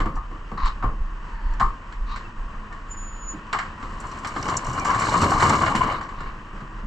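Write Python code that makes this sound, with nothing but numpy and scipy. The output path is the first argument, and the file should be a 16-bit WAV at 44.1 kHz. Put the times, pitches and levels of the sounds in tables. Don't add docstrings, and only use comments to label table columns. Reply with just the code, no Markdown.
import sys
import numpy as np
from scipy import signal
from scipy.fft import rfft, irfft
from scipy.io import wavfile
from scipy.ndimage import uniform_filter1d

SR = 44100
rng = np.random.default_rng(int(sys.argv[2]) if len(sys.argv) > 2 else 0)


def int16_out(signal):
    q = np.round(np.clip(np.atleast_2d(signal).T, -1, 1) * 32767)
    wavfile.write(sys.argv[1], SR, q.astype(np.int16))


N = 302526

# (time [s], level [dB])
ENGINE_LEVEL = [(0, -44), (1.1, -43), (1.4, -42.5), (2, -42), (3.2, -41.5), (3.9, -38.5), (6.86, -41.5)]
# (frequency [Hz], gain [dB])
ENGINE_COLOUR = [(41, -14.5), (70, -0.5), (205, -8), (245, -9), (310, -10), (369, -13.5), (400, -16),
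                 (471, -14.5), (755, -18.5), (1050, -4), (1430, -13), (1900, -15.5), (2150, -25.5),
                 (2980, -22.5), (3450, -33), (7820, -38.5), (9410, -58.5), (12200, -100.5)]
# (nominal frequency [Hz], mean level against the engine noise at full load [dB])
PUMP_HUM = [(189, -22), (211, -13), (314, -20), (969, -20.5), (1104, -13.5), (1550, -22.5), (1825, -22)]
# (time [s], relative speed [1])
PUMP_SPEED = [(1.3, 1), (2.3, 1.025), (3.2, .992), (3.7, 1.03)]

# (time [s], mean level [dB])
SHUDDER_LEVEL = [(0, -33), (1.3, -29.5), (2.0, -31.5), (2.9, -33.5), (3.6, -39), (6.3, -37), (6.86, -28.5)]
# (frequency [Hz], gain [dB])
SHUDDER_COLOUR = [(12, -1.5), (22, 2.5), (32, -6), (48, 1.5), (70, -24), (110, -26.5), (200, -40)]
# (time [s], gain of the rocking [dB])
BODY_JOLTS = [(0, -14), (0.143, -19), (0.626, -10.5), (0.841, -12.5), (1.0, -17), (1.45, -20),
              (1.626, -9.5), (2.004, -24), (2.38, -19.5), (5.34, -21)]
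JOLT_RISE_S, JOLT_T60_S = 0.017, 0.24

# (time [s], clank level [dB], thud level [dB], thud pitch [Hz], hardness [0-1])
BLOWS = [(.002, -21, -22, 94.5, 0.56), (.057, -20, -24.5, 327, 0.28), (0.164, -25.5, -45, 147, 0),
         (0.312, -35, -36, 314, 0.3), (.348, -34, -44, 335, 0), (.516, -29.5, -28.5, 212.6, 0.4),
         (0.578, -30, -39, 198, 0.33), (0.656, -30, -39, 116, 0.85), (0.825, -21.5, -34, 120, 0.23),
         (.838, -20, -23, 107, 0.15), (1.598, -25.5, -32, 127, 0.82), (1.604, -17.5, -32, 121, 0.49),
         (1.611, -17.5, -29, 198, 0.24), (1.924, -41, -45, 162, 0.95), (2.160, -32, -36.5, 109, 0.82),
         (2.542, -38, -64, 137.7, 0), (2.704, -35, -47, 197, 0.1), (2.726, -38, -49, 191, 0.76),
         (3.334, -41, -34, 304, 0.4), (3.529, -18, -35, 434, 0.82), (3.546, -18.5, -38, 355, 0.4),
         (3.588, -23, -47, 204, 0.81), (3.828, -29.5, -37, 219, 0.6), (4.039, -31.5, -59, 148, 0.6),
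         (4.247, -24.5, -39, 233, 0.8), (4.362, -21.5, -26, 280, 0.52), (4.486, -20.5, -35, 402, 0.64),
         (4.520, -22, -34, 248, 0.2), (4.749, -23, -37, 200, 0.27), (4.85, -16.5, -33.5, 230, 0.5),
         (4.910, -13.5, -35, 196, 0.38), (4.945, -17, -37, 199, 0.54), (5.031, -26, -37, 237, 0.8),
         (5.068, -20.5, -45, 198, 0.2), (5.141, -11.5, -27, 169, 0.1), (5.219, -14.5, -30, 263, 0),
         (5.317, -12.5, -28, 180, 0), (5.403, -16.5, -31.5, 271, 0.55), (5.424, -13, -26, 358, 0.5),
         (5.495, -20, -31, 185, 0.75), (5.617, -15.5, -24, 195, 0.47), (5.663, -19, -27, 157, 0.76),
         (5.752, -23.5, -22.5, 206, 0.96), (5.833, -19.5, -27, 441, 0.5), (5.922, -26, -40, 243.3, 0.6),
         (6.011, -25, -50, 225, 0.6), (6.09, -33.5, -46, 208, 0.62), (6.204, -31, -36, 145, 0.7),
         (6.529, -54, -33.5, 196.5, .2), (6.605, -39.5, -39.5, 203, 0.72)]
# (frequency [Hz], level [dB], t60 [s])
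BIN_MODES = [(784, -9, 0.12), (814, -14.5, 0.18), (937, -11, 0.31), (1002, -12, 0.22), (1069, -1, 0.33),
             (1120, -1.5, 0.27), (1163, -.5, 0.23), (1222, -3.5, 0.27), (1282, -7.5, 0.26),
             (1416, -17, 0.13), (1754, -13, 0.12), (1880, -19, 0.17)]
# (frequency [Hz], gain [dB])
CLANK_COLOUR = [(380, -39), (560, -25.5), (690, -7), (880, -6), (1170, 1), (1330, -11), (1600, -17.5),
                (2100, -39.5), (2600, -36)]
# (frequency [Hz], gain [dB])
THUD_COLOUR = [(45, -2.5), (90, 1), (190, -2.5), (320, -5.5), (480, -10.5), (800, -18)]
# (frequency [Hz], gain [dB])
CLATTER_COLOUR = [(1100, -6.5), (1500, 6.5), (1950, -1), (2250, -2.5), (2550, -18.5), (2950, -7),
                  (3500, -19), (4500, -20.5), (7000, -68)]
# (frequency [Hz], gain [dB])
CRACK_COLOUR = [(2000, -15), (3000, -0.5), (3500, -2), (4300, 3.5), (6500, -7), (7550, 2), (8300, -13),
                (9800, -28.5), (12200, -34.5), (14500, -55.5)]
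SOFT_CLATTER_DB, HARD_CLATTER_DB, SOFT_CRACK_DB, HARD_CRACK_DB = -24, -1, -43.5, -8
BLOW_T60_S = 0.3

# (time [s], peak level [dB], pitch [Hz], rattle t60 [s], gain an octave either side
# [dB])
TICKS = [(.155, -58, 6500, .12, -4), (1.537, -55.5, 5900, .05, -4), (4.002, -45.5, 8450, 0.1, -15),
         (4.068, -53, 7500, 0.15, -8), (4.115, -49.5, 4500, 0.063, -7), (4.188, -51.5, 7440, 0.077, -13),
         (4.272, -41, 7500, 0.11, -1), (4.427, -35.5, 5000, 0.02, -19), (4.454, -51, 6100, 0.074, -9),
         (4.481, -42, 5940, 0.12, -19), (4.498, -38, 7000, 0.074, -5), (4.568, -25.5, 6770, 0.041, -49),
         (4.646, -43.5, 6800, 0.058, -19), (4.665, -44, 6600, 0.19, -32), (4.698, -45, 6600, 0.073, -29),
         (4.731, -43.5, 7000, 0.24, -14), (4.796, -38.5, 6250, 0.04, -20), (4.848, -39.5, 6800, 0.29, -12),
         (4.905, -38, 5000, 0.12, -1), (4.996, -38.5, 7400, 0.15, -19), (5.107, -43.5, 7400, 0.41, -13),
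         (5.216, -32, 5500, 0.12, 0), (5.305, -38, 7240, 0.12, -6), (5.422, -36, 7300, 0.15, -13),
         (5.494, -32.5, 7700, 0.05, -15), (5.542, -45, 8040, 0.034, -12), (5.756, -40, 5500, 0.19, 8),
         (6.029, -53, 4560, 0.2, -13)]
# (frequency [Hz], gain [dB])
TICK_COLOUR = [(2400, 2), (2950, 2), (3500, -12), (4250, 1.5), (5100, -4.5), (5900, 4), (6400, -12),
               (7350, 3.5), (8000, -6.5), (9200, -13), (10200, -25.5), (12200, -21.5), (14500, -49)]

# (time [s], attack [s], time from start to release [s], rub level [dB], hiss level [dB])
SCRAPES = [(0.573, 0.005, 0.063, -29, -49.5), (0.624, 0.049, 0.051, -30.5, -41),
           (0.679, 0.012, 0.034, -40.5, -63), (2.056, 0.05, 0.12, -37.5, -48), (5.8, 0.051, 0.17, -31, -49),
           (6.13, 0.06, 0.16, -49, -57.5)]
# (frequency [Hz], gain [dB])
RUB_COLOUR = [(700, -20), (900, -1), (1030, 8), (1200, 7), (1400, -7.5), (1900, -11.5), (2500, -28)]
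# (frequency [Hz], gain [dB])
HISS_COLOUR = [(2000, 1), (2500, 9.5), (2900, 12.5), (3450, 6), (3800, 17), (4350, 14.5), (5000, 4),
               (5500, 2), (7600, -6), (9500, -31), (13000, -49)]

# (frequency [Hz], gain [dB])
VALVE_COLOUR = [(800, -12), (930, 9), (1150, -8), (1400, -9), (1780, -1.5), (2200, -18), (3700, -30),
                (4550, -19), (5200, -40)]
SLAM_S = 1.611
# (time [s], length [s], start pitch [Hz], end pitch [Hz], peak level [dB])
CHIRPS = [(2.233, 0.047, 2790, 2590, -51.5), (2.713, 0.036, 1810, 1820, -42.5),
          (4.775, 0.086, 2420, 2280, -42.5)]
# (time [s], pitch [Hz], level [dB])
SQUEAL = [(2.865, 6960, -77), (2.895, 7090, -61), (2.915, 7060, -35.5), (2.945, 7000, -41),
          (2.96, 7025, -58), (2.975, 6980, -39), (3.05, 6990, -42), (3.11, 6965, -49), (3.205, 6950, -48.5),
          (3.305, 6915, -34), (3.335, 6890, -44), (3.355, 6930, -61), (3.39, 6900, -65)]

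# (time [s], flow [dB])
POUR_FLOW = [(3.8, -48), (4.2, -42), (4.45, -30.5), (4.65, -33.5), (4.83, -32.5), (4.99, -26),
             (5.05, -21.5), (5.32, -21), (5.37, -26), (5.45, -19), (5.92, -26.5), (5.97, -34.5),
             (6.08, -43.5), (6.55, -54)]
# (time [s], length [s], peak extra rush [dB], peak extra tumbling [dB])
CLUMPS = [(4.47, 0.16, 5.5, 3), (4.685, 0.19, 1.5, 6), (4.834, 0.12, 8, 5), (5.174, .2, -1, 6),
          (5.414, 0.25, 0.5, 4.5), (6.173, 0.17, 13, 3.5)]
# (frequency [Hz], gain [dB])
RUSH_COLOUR = [(350, -20.5), (520, -12.5), (720, -10), (900, -10.5), (1030, 1), (1125, 2.5), (1260, -8),
               (1500, -10.5), (1900, -19), (2300, -15.5), (2550, -34), (2900, -15), (3500, -40)]
# (frequency [Hz], gain [dB])
TUMBLE_COLOUR = [(40, -18), (65, -0.5), (95, 1.5), (180, -3.5), (300, -3.5), (450, -10.5), (750, -13.5)]
# (frequency [Hz], gain [dB])
CRACKLE_COLOUR = [(2400, -8), (2950, -24), (3500, -5.5), (4250, 3), (4800, -3.5), (5900, -2.5), (6550, -4),
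                  (7500, 1), (8400, -8.5), (9600, -21), (12200, -39), (14500, -60)]
FULL_FLOW_DB = -21
TUMBLE_DB, TUMBLE_SLOPE, CRACKLE_DB, CRACKLE_SLOPE = -29.5, 0.71, -37, 0.92
LITTER_GONE_S, LITTER_FALL_DB_PER_S = 5.49, 24.5
# (time [s], level [dB], pitch [Hz])
BAG_THUMPS = [(4.385, -30, 130), (4.47, -34, 164), (4.681, -24.5, 123), (4.957, -28, 110),
              (5.16, -23.5, 175), (5.22, -19, 86), (5.264, -25, 85), (5.346, -25, 56.3),
              (5.434, -21, 101.4), (6.18, -39, 150), (6.618, -34.5, 139), (6.72, -39, 110),
              (6.83, -32, 211)]

# (frequency [Hz], signed side share of the middle [1])
PORT_SIDES = [(100, -0.014), (250, -0.015), (550, 0.071), (1000, 0.25), (1250, 0.23), (1500, -0.75),
              (1850, 0.6), (2300, -1.8), (2600, 0.68), (3300, 0.075), (5000, -0.16), (8000, 0.08)]
# (frequency [Hz], gain [dB])
SCATTER = [(60, -40.5), (200, -26), (600, -14.5), (1100, -17), (1700, -5.5), (2500, 0.5), (3200, -2),
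           (4500, -10.5), (8000, -17.5)]
LOAD_PAN_DB, TRUCK_PAN_DB = -0.2, -0.5
TOP_HZ = 14000


def undb(db):
    return 10 ** (np.asarray(db) / 20)


def unit(x):
    return x / np.sqrt(np.mean(x ** 2) + 1e-18)


def curves(table):
    s, *columns = np.transpose(table)
    return [np.interp(np.arange(N) / SR, s, c) for c in columns]


def over_hz(points, size):
    hz, value = np.transpose(points)
    bins_hz = np.arange(size // 2 + 1) * SR / size
    return np.interp(np.log(bins_hz + 1), np.log(hz), value)


def colour(x, points, size=8192):
    below = (points[0][0] / 2, points[0][1] - 30)
    above = (points[-1][0] * 2, points[-1][1] - 40)
    cepstrum = irfft(over_hz([below, *points, above], size) * np.log(10) / 20)
    cepstrum[1:size // 2] *= 2
    cepstrum[size // 2 + 1:] = 0
    response = irfft(np.exp(rfft(cepstrum)))
    return signal.fftconvolve(x, response)[:len(x)]


def fade(t, t60):
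    return np.exp(-np.log(1000) * t / t60)


def swell(s, attack_s, hold_s, t60):
    t = np.arange(N) / SR - s
    return np.clip(t / attack_s, 0, 1) * fade(np.maximum(t - hold_s, 0), t60)


def walk(rate):
    k = int(SR / rate)
    steps = np.repeat(rng.standard_normal(N // k + 1), k)
    return unit(uniform_filter1d(steps, k)[:N])


def grains(rate, spread_db, t60, size=4096):
    sizes = undb(spread_db * np.minimum(rng.standard_exponential(N), 4))
    clicks = (rng.random(N) < rate / SR) * sizes * rng.choice([-1, 1], N)
    tail = rng.standard_normal(size) * fade(np.arange(size) / SR, t60)
    energy = signal.fftconvolve(clicks ** 2, tail ** 2)[:N]
    rattle = np.sqrt(np.abs(energy)) * rng.standard_normal(N)
    return unit(clicks) + unit(rattle)


def peak(x, db, size=256):
    return x * undb(db) / np.sqrt(uniform_filter1d(x ** 2, size).max())


def add(out, s, x):
    i = max(int(s * SR), 0)
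    out[i:i + len(x)] += x[:N - i]


def engine(firing_hz=42, throb=0.045, waver_db=0.9, drift=0.00153, stray=0.00305):
    phase = 2 * np.pi * np.cumsum(firing_hz * (1 + 0.036 * walk(3.09))) / SR
    noise = rng.standard_normal(N) * (1 + throb * np.cos(phase)) * undb(waver_db * walk(22))
    speed = curves(PUMP_SPEED)[0] + drift * walk(2)
    hum = np.zeros(N)
    for hz, db in PUMP_HUM:
        level = undb(db + 2 * walk(8.8))
        pitch = hz * (speed + stray * walk(60))
        hum += level * unit(np.sin(2 * np.pi * np.cumsum(pitch) / SR))
    load = np.interp(np.arange(N) / SR, [0.5, 0.9], [0.3, 1])
    return (unit(colour(noise, ENGINE_COLOUR)) + load * hum) * undb(curves(ENGINE_LEVEL)[0])


def shudder(sway_hz=30, sway_db=-2.5, rumble_db=-6.0, uneven_db=3.0, jolt_hz=28, jolt_rumble_db=-12):
    sway = unit(np.sin(2 * np.pi * np.cumsum(sway_hz * (1 + 0.0667 * walk(3.8))) / SR))
    rumble = unit(colour(rng.standard_normal(N), SHUDDER_COLOUR))
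    level = undb(curves(SHUDDER_LEVEL)[0] + uneven_db * walk(8))
    out = (undb(sway_db) * sway + undb(rumble_db) * rumble) * level
    t = np.arange(N) / SR
    for s, db in BODY_JOLTS:
        rocking = np.sin(2 * np.pi * jolt_hz * (t - s)) + undb(jolt_rumble_db) * rumble
        out += undb(db) * swell(s, JOLT_RISE_S, JOLT_RISE_S, JOLT_T60_S) * rocking
    return out


def bin_ring(t, uneven_db=1.5, detune=0.0029, glancing=1):
    out = np.zeros(len(t))
    chance = rng.standard_normal((len(BIN_MODES), 3))
    for (hz, db, t60), (louder, sharper, later) in zip(BIN_MODES, chance):
        cycles = hz * (1 + detune * sharper) * t + glancing * later
        out += undb(db + uneven_db * louder) * fade(t, t60) * np.sin(2 * np.pi * cycles)
    return out


def boom(t, hz, t60):
    return np.sin(2 * np.pi * hz * t) * fade(t, t60) * (1 - np.exp(-t / 0.0059))


def blows(clank_db=-5.5, ring_db=-7, thud_db=-4, boom_db=-6, contact_t60=0.014, thud_t60=0.38,
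          boom_t60=0.13, clatter_t60=0.053, crack_t60=0.05, tail_db=-16):
    out, t = np.zeros(N), np.arange(int(0.7 * SR)) / SR
    tail = fade(t, BLOW_T60_S)
    for s, db, low_db, low_hz, hardness in BLOWS:
        clatter_db = SOFT_CLATTER_DB + hardness * (HARD_CLATTER_DB - SOFT_CLATTER_DB)
        crack_db = SOFT_CRACK_DB + hardness * (HARD_CRACK_DB - SOFT_CRACK_DB)
        a, b, c, d = rng.standard_normal((4, len(t)))
        clank = colour(a * (fade(t, contact_t60) + undb(tail_db) * tail), CLANK_COLOUR)
        ring = bin_ring(t) * (1 - np.exp(-t / 0.003))
        thud = colour(b * fade(t, thud_t60), THUD_COLOUR)
        clatter = colour(c * (fade(t, clatter_t60) + undb(-5) * tail), CLATTER_COLOUR)
        crack = colour(d * (fade(t, crack_t60) + undb(-4) * tail), CRACK_COLOUR)
        add(out, s, peak(clank, db + clank_db) + peak(ring, db + ring_db))
        add(out, s, peak(thud, low_db + thud_db) + peak(boom(t, low_hz, boom_t60), low_db + boom_db))
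        add(out, s, peak(clatter, db + clatter_db) + peak(crack, db + crack_db))
    return out


def ticks(tick_db=5, snap_t60=0.0027, rattle_db=-4):
    out, t = np.zeros(N), np.arange(SR // 5) / SR
    for s, db, hz, t60, skirt_db in TICKS:
        a, b = rng.standard_normal((2, len(t)))
        burst = a * fade(t, snap_t60) + undb(rattle_db) * b * fade(t, t60)
        snap = colour(burst, [(hz / 2, skirt_db), (hz, 0), (hz * 2, skirt_db)])
        add(out, s, peak(colour(snap, TICK_COLOUR), db + tick_db, size=96))
    return out


def scrapes(release_t60=0.14):
    out = np.zeros(N)
    slips = grains(rate=2000, spread_db=1.5, t60=0.015) * undb(1.2 * walk(110))
    rub, hiss = unit(colour(slips, RUB_COLOUR)), unit(colour(slips, HISS_COLOUR))
    for s, attack_s, hold_s, rub_db, hiss_db in SCRAPES:
        rasp = undb(rub_db) * rub + undb(hiss_db) * hiss
        out += swell(s, attack_s, hold_s, release_t60) * rasp
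    return out


def valve(db=-45, start_s=1.235, attack_s=0.12, hold_s=0.31, t60=0.35):
    oil = unit(colour(rng.standard_normal(N), VALVE_COLOUR))
    return undb(db) * swell(start_s, attack_s, hold_s, t60) * oil


def slam(ring_db=-16.0):
    out, t = np.zeros(N), np.arange(SR // 2) / SR
    ring = bin_ring(t, uneven_db=1, glancing=0) * (1 - np.exp(-t / 0.0012))
    add(out, SLAM_S, peak(ring, ring_db))
    return out


def chirps(jitter=0.0072):
    out = np.zeros(N)
    for s, length, start_hz, end_hz, db in CHIRPS:
        n = int(length * SR)
        hz = np.linspace(start_hz, end_hz, n) * (1 + jitter * walk(400)[:n])
        add(out, s, peak(np.sin(2 * np.pi * np.cumsum(hz) / SR) * np.hanning(n), db))
    return out


def squeal(jitter=0.00096, flutter_db=2.0):
    hz, db = curves(SQUEAL)
    t = np.arange(N) / SR
    tone = unit(np.sin(2 * np.pi * np.cumsum(hz * (1 + jitter * walk(330))) / SR))
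    sounding = (t > SQUEAL[0][0]) * (t < SQUEAL[-1][0])
    return tone * undb(db + flutter_db * walk(60)) * sounding


def scraps(count=380, centre_hz=1040, octaves=0.28, spread_db=3, ring_t60=0.091):
    out, t = np.zeros(N), np.arange(SR // 8) / SR
    for when, (pitch, size) in zip(rng.random(count), rng.standard_normal((count, 2))):
        hz = centre_hz * 2 ** (octaves * pitch)
        knock = np.sin(2 * np.pi * hz * t) * fade(t, ring_t60)
        add(out, when * N / SR, knock * undb(spread_db * (min(size, 1) - abs(pitch))))
    return unit(out)


def rubbish(rush_db=-2.5, ring_db=-8, scraps_db=-6, clatter_db=-17, lump_db=1.02, contact_s=0.00092):
    flow, = curves(POUR_FLOW)
    t = np.arange(N) / SR
    rush = flow
    tumble = TUMBLE_DB + TUMBLE_SLOPE * (flow - FULL_FLOW_DB)
    crackle = CRACKLE_DB + CRACKLE_SLOPE * (flow - FULL_FLOW_DB)
    crackle -= LITTER_FALL_DB_PER_S * np.maximum(t - LITTER_GONE_S, 0)
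    for s, length, more_rush_db, more_tumble_db in CLUMPS:
        arch = np.sin(np.pi * np.clip((t - s) / length, 0, 1))
        rush = rush + more_rush_db * arch
        tumble = tumble + more_tumble_db * arch
    flowing = np.clip(np.minimum(t - POUR_FLOW[0][0], POUR_FLOW[-1][0] - t) / 0.01, 0, 1)
    lumps = undb(lump_db * walk(35))

    knocks = grains(rate=300, spread_db=1.8, t60=0.035)
    crinkles = grains(rate=1000, spread_db=2.8, t60=0.06)
    rattles = grains(rate=130, spread_db=-2.0, t60=0.084)
    tumbles = grains(rate=400, spread_db=0.5, t60=0.16)
    sliding = undb(rush_db) * unit(colour(knocks, RUSH_COLOUR)) + undb(scraps_db) * scraps()
    sliding += undb(clatter_db) * unit(colour(rattles, CLATTER_COLOUR))
    ring_t = t[:SR // 2]
    walls = bin_ring(ring_t, uneven_db=1.5) * (1 - np.exp(-ring_t / contact_s))
    ringing = undb(ring_db) * unit(signal.fftconvolve(knocks, walls)[:N])
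    falling = unit(colour(tumbles, TUMBLE_COLOUR)) * undb(tumble)
    crinkling = unit(colour(crinkles, CRACKLE_COLOUR)) * undb(crackle)
    return flowing * lumps * ((sliding + ringing) * undb(rush) + falling + crinkling)


def thumps(thump_t60=0.2, boom_db=-4.5, dull_db=-8):
    out, t = np.zeros(N), np.arange(SR // 2) / SR
    for s, db, hz in BAG_THUMPS:
        dull = colour(rng.standard_normal(len(t)) * fade(t, thump_t60), TUMBLE_COLOUR)
        add(out, s, peak(boom(t, hz, thump_t60), db + boom_db) + peak(dull, db + dull_db))
    return out


def scene(size=2 ** 19):
    truck = engine() + shudder() + blows() + scrapes() + valve() + slam() + chirps() + squeal()
    load = ticks() + rubbish() + thumps()
    t = np.arange(SR // 10) / SR
    panels = rng.standard_normal(len(t)) * fade(t, 0.13)
    panels /= np.sqrt(np.sum(panels ** 2))
    scatter = rfft(panels, size) * undb(over_hz(SCATTER, size))
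    side = irfft(rfft(truck + load, size) * (over_hz(PORT_SIDES, size) + scatter))[:N]
    ear = np.array([[1], [-1]])
    direct = truck * undb(ear * TRUCK_PAN_DB / 2) + load * undb(ear * LOAD_PAN_DB / 2)
    return direct + ear * side


def record(dry):
    low_pass = signal.ellip(8, 0.2, 70, TOP_HZ, fs=SR, output="sos")
    return signal.sosfilt(low_pass, dry)


dry = scene()
out = record(dry)
int16_out(out)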